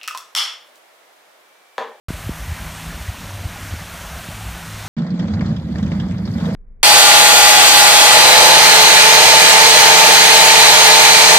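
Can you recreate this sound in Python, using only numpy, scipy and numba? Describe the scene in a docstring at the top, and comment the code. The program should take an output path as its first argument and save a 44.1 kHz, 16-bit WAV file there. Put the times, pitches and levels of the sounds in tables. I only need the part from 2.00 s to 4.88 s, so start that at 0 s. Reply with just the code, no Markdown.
"""Water runs down a shallow concrete stream between rocks, a few metres from a hand-held mono phone.
Its even rush is filtered noise and dense tiny bursts; its bubbles are decaying sines rising in pitch.
Light wind is low noise with short pulsed swings at the microphone; two low drones are sines that waver.
The hand knocks the phone now and then: damped swings that fall in pitch. A short silence comes first."""
import sys
import numpy as np
from scipy import signal
from scipy.fft import rfft, irfft
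from scipy.io import wavfile
from scipy.ndimage import uniform_filter1d
from numba import njit

SR = 44100
rng = np.random.default_rng(int(sys.argv[2]) if len(sys.argv) > 2 else 0)


def gain_from_db(level_db):
    """Turn a decibel level (scalar or array-like) into a linear amplitude factor."""
    decades = np.asarray(level_db, float) / 20
    return 10 ** decades


def generate_wav(sig):
    """Save sig (samples, or channels by samples) to the path in sys.argv[1] as 16-bit PCM at SR."""
    pcm = np.round(np.clip(np.atleast_2d(sig).T, -1, 1) * 32767).astype(np.int16)
    wavfile.write(sys.argv[1], SR, pcm)


N = 127008  # samples, 2.88 s


def unit(x):
    """Normalisation: divides a signal by its root mean square, so that its rms is 1."""
    return x / np.sqrt(np.mean(x ** 2))


def curve(table):
    """Linear interpolation: a (time [s], value) table read at every sample."""
    return np.interp(np.arange(N) / SR, *np.array(table, float).T)


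def gains(table, hz):
    """Frequency response: amplitude gain of a (frequency [Hz], level [dB]) table, on a log pitch axis."""
    points_hz, points_db = np.array(table).T
    return gain_from_db(np.interp(np.log(hz + 1), np.log(points_hz), points_db))


def walk(rate):
    """Slow random modulation: values held for 1 / rate seconds, smoothed twice, with rms 1."""
    hold = int(SR / rate)
    steps = np.repeat(rng.standard_normal(N // hold + 1), hold)
    smooth = uniform_filter1d(uniform_filter1d(steps, hold), hold)
    return unit(smooth[:N])


@njit
def rings(start, hz, cycles, glide, size, length):
    """Free damped oscillation: each bubble is an exponentially decaying sine that rises in pitch."""
    out = np.zeros(length)
    for k in range(len(start)):
        n = cycles[k] * SR / hz[k]  # samples until the ring is cut off, at exp(-5)
        phase = 0.
        for i in range(min(int(n), length - start[k])):
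            phase += 2 * np.pi * hz[k] * (1 + glide * i / n) / SR
            out[start[k] + i] += size[k] * np.exp(-5 * i / n) * np.sin(phase)
    return out


def rush():
    """Superposition of random sources: noise and tiny bursts in bands that swell together and flicker alone."""
    # noise spectrum of the rush, relative: (frequency [Hz], density [dB per Hz])
    spectrum = [(240, -16), (400, -8), (495, -6), (543, -3.5), (693, -1.5), (1110, -1), (1470, 0.5),
                (3240, -5.5), (4500, -8.5), (4900, -11.5), (5400, -9), (6160, -8.5), (7630, -11.5),
                (9160, -10), (10000, -13), (10450, -16), (11000, -13), (13200, -13.5), (15300, -16.5)]
    # flow of the water, used as departures from its mean: (time [s], level [dB])
    flow_table = [(0.1, -37.5), (0.16, -38.5), (0.9, -37.5), (1.47, -38.5), (2.24, -36.5), (2.43, -38),
                  (2.88, -38)]
    level_db, fizz_per_s, fizz_scatter_db = -35.5, 6000, 1.5
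    fizz_share = 0.24  # of the power; the rest is hiss
    swell_db, flicker_db = .5, .8  # rms

    draws = rng.random((int(fizz_per_s * N / SR), 3))
    places = (draws[:, 0] * N).astype(int)
    signs = np.sign(draws[:, 1] - .5)
    sizes = gain_from_db(-fizz_scatter_db * np.log(1 - draws[:, 2]))
    fizz = np.bincount(places, signs * sizes, N)
    hiss = rng.standard_normal(N)
    source = np.sqrt(fizz_share) * unit(fizz) + np.sqrt(1 - fizz_share) * hiss

    hz = np.arange(N // 2 + 1) * SR / N
    shaped = rfft(source) * gains(spectrum, hz)
    out, swell = 0, swell_db * walk(12)
    for octave in np.arange(7.5, 14.6, .5):  # log2 of the band centre in Hz
        window = np.cos(np.pi * np.clip(np.log2(hz + 1) - octave, -.5, .5)) ** 2
        band = irfft(shaped * window, N)
        out = out + band * gain_from_db(swell + flicker_db * walk(10))
    flow = curve(flow_table)
    return unit(out) * gain_from_db(level_db + flow - flow.mean())


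def bubbles():
    """Bubble resonance: many small bubbles, spread evenly in log pitch, and a few louder single ones."""
    # louder single bubbles: (start [s], level [dB], starting pitch [Hz], ring [s])
    plops = [(.645, -33, 1986, 0.055), (.795, -37, 1860, .05), (.8, -33, 803, .04),
             (.905, -33.5, 1745, .09), (1.078, -33, 1980, 0.045), (1.56, -28.5, 804, 0.038),
             (1.685, -33, 1640, .04), (1.945, -29, 680, 0.032), (2.01, -39, 560, 0.071),
             (2.05, -39, 810, .04), (2.16, -32.5, 700, 0.058), (2.41, -33, 760, 0.053)]
    # liveliness of the gurgling, added to the small bubbles' level: (time [s], level [dB])
    gurgle = [(.1, -0.5), (.5, -2), (.85, -0.5), (1.2, 0.5), (1.55, -1), (1.8, -0.5), (2.0, 0), (2.25, 2.5),
              (2.5, -1.5), (2.88, 0)]
    per_s, low_hz, high_hz, mean_cycles = 500, 560, 6020, 26
    level_db, scatter_db, loudest_db = -43.5, 2, 8  # scatter and limit come before scaling to rms 1
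    small_glide, plop_glide = .15, 0.009  # relative rise in pitch over one ring

    draws = rng.random((int(per_s * N / SR), 4))
    start = (draws[:, 0] * N).astype(np.int64)
    pitch = low_hz * (high_hz / low_hz) ** draws[:, 1]
    cycles = mean_cycles * (.5 + draws[:, 2])
    size = gain_from_db(np.minimum(-scatter_db * np.log(1 - draws[:, 3]), loudest_db))
    small = rings(start, pitch, cycles, small_glide, size, N)

    s, db, hz, ring = np.array(plops, float).T
    single = rings((s * SR).astype(np.int64), 1. * hz, hz * ring, plop_glide, gain_from_db(db), N)
    return unit(small) * gain_from_db(level_db + curve(gurgle)) + single


def wind():
    """Turbulent pressure: fluttering low noise, and single eddies that swing the diaphragm briefly."""
    # noise spectrum of the wind on the microphone, relative: (frequency [Hz], density [dB per Hz])
    spectrum = [(13, -57), (22, -5), (69, -0.5), (113, -11), (134, -15.5), (171, -8), (249, -14.5),
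                (480, -29), (620, -43), (1060, -120)]
    # strength of the wind, before the lift below: (time [s], level [dB])
    breeze = [(0.12, -40.5), (0.26, -43.5), (0.33, -43.5), (0.63, -40.5), (0.8, -40), (0.95, -40),
              (1.66, -39.5), (1.76, -42.5), (2.16, -41.5), (2.37, -44), (2.51, -43), (2.76, -41.5),
              (2.88, -41)]
    # buffets under Gaussian envelopes: (centre [s], peak [dB], frequency [Hz], half-length to 1/e [s])
    buffets = [(.09, -22.5, 91, 0.011), (.14, -21, 84, 0.0083), (0.271, -19.5, 85.4, 0.0069),
               (.305, -19, 60.4, 0.0067), (0.412, -25, 55.4, 0.025), (0.496, -20, 80, 0.019),
               (.521, -13.5, 76.4, 0.0054), (0.867, -28, 52.7, 0.044), (0.952, -25.5, 64.7, 0.0099),
               (1.013, -22.5, 65, 0.013), (1.092, -16, 80, 0.0091), (1.344, -26, 93, 0.021),
               (1.456, -14.5, 80, 0.0078), (1.481, -24.5, 80, 0.0068), (1.74, -22.5, 81.6, 0.035),
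               (1.82, -28, 167, 0.0088), (1.94, -35.5, 166.6, 0.024), (2.115, -34.5, 171, 0.0084),
               (2.139, -28.5, 70.6, .04), (2.489, -25.5, 61, 0.038)]
    lift_db, flutter_db = 5, 2  # flutter is rms

    hz, t = np.arange(N // 2 + 1) * SR / N, np.arange(N) / SR
    noise = irfft(rfft(rng.standard_normal(N)) * gains(spectrum, hz), N)
    rumble = unit(noise * gain_from_db(flutter_db * walk(20)))
    eddies = 0
    for s, db, f, long in buffets:
        envelope = np.exp(-((t - s) / long) ** 2)
        eddies = eddies - gain_from_db(db) * envelope * np.cos(2 * np.pi * f * (t - s))
    return rumble * gain_from_db(curve(breeze) + lift_db) + eddies


def drone(hz, waver_hz, level, db):
    """Frequency modulation: a sine whose pitch wavers at random by waver_hz rms, with a moving level."""
    phase = 2 * np.pi * np.cumsum(hz + waver_hz * walk(9)) / SR
    return np.sqrt(2) * np.sin(phase) * gain_from_db(curve(level) + db)


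def drones():
    """Superposition of tones: a low and a higher drone, each wavering on its own."""
    # level of each drone, before the offset given with it: (time [s], level [dB])
    low_level = [(0.12, -42), (0.21, -49), (0.25, -33), (0.42, -60), (0.46, -39), (0.98, -46.5),
                 (1.09, -38), (1.18, -47), (1.37, -31.5), (1.56, -42.5), (1.75, -29), (1.81, -41.5),
                 (2.04, -54), (2.47, -31), (2.62, -69), (2.68, -35.5), (2.8, -34.5), (2.88, -38)]
    high_level = [(0.12, -43), (0.5, -38.5), (0.53, -54), (0.67, -32.5), (0.73, -44), (0.84, -34),
                  (1.13, -50.5), (1.97, -51), (2.05, -71), (2.13, -38), (2.21, -52), (2.27, -42),
                  (2.39, -51), (2.43, -42), (2.69, -36), (2.74, -61), (2.78, -49), (2.88, -38.5)]
    low = drone(hz=102, waver_hz=2.41, level=low_level, db=0.5)
    high = drone(hz=160, waver_hz=5.29, level=high_level, db=-1)
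    return low + high


def knocks():
    """Impulse response of a damped body: each soft push on the phone is one swing that falls in pitch."""
    # knocks of the hand: (start [s], peak [dB], starting pitch [Hz], cycles at that pitch to fall to 1/e)
    pushes = [(.1045, -12.5, 259, 0.56), (0.2928, -12.5, 320, 1.16), (1.33, -30, 250, 0.86),
              (1.739, -19.5, 240, 0.74), (2.287, -19, 225, 1.4)]
    rise_s, sag_s = 0.00064, 0.0045  # after sag_s the pitch has halved
    out = 0
    for s, db, hz, cycles in pushes:
        t = np.maximum(np.arange(N) / SR - s, 0)
        envelope = (1 - np.exp(-t / rise_s)) * np.exp(-t * hz / cycles)
        swing = envelope * np.sin(2 * np.pi * hz * sag_s * np.log(1 + t / sag_s))
        out = out + gain_from_db(db) * swing / np.abs(swing).max()
    return out


def scene():
    """Linear superposition: all source pressures add at one microphone, the same in both channels."""
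    tones = drones()
    mono = rush() + bubbles() + wind() + tones + knocks()
    return np.array([mono, mono])


def roll_off(x):
    """The treble ends steeply here."""
    return signal.sosfilt(signal.butter(12, 16290, fs=SR, output="sos"), x)


def record(dry):
    """Band limitation: the phone loses the deepest bass and the top, and is silent at first."""
    start_s, mic_low_hz, top_hz = .0838, 38, 15290
    bass_cut = signal.butter(3, mic_low_hz, "high", fs=SR, output="sos")
    top_cut = signal.ellip(12, .2, 60, top_hz, fs=SR, output="sos")  # .2 dB ripple, 60 dB stopband
    sounding = np.arange(N) >= start_s * SR
    heard = signal.sosfilt(bass_cut, dry) * sounding
    return roll_off(signal.sosfilt(top_cut, heard))


dry = scene()
out = record(dry)
generate_wav(out)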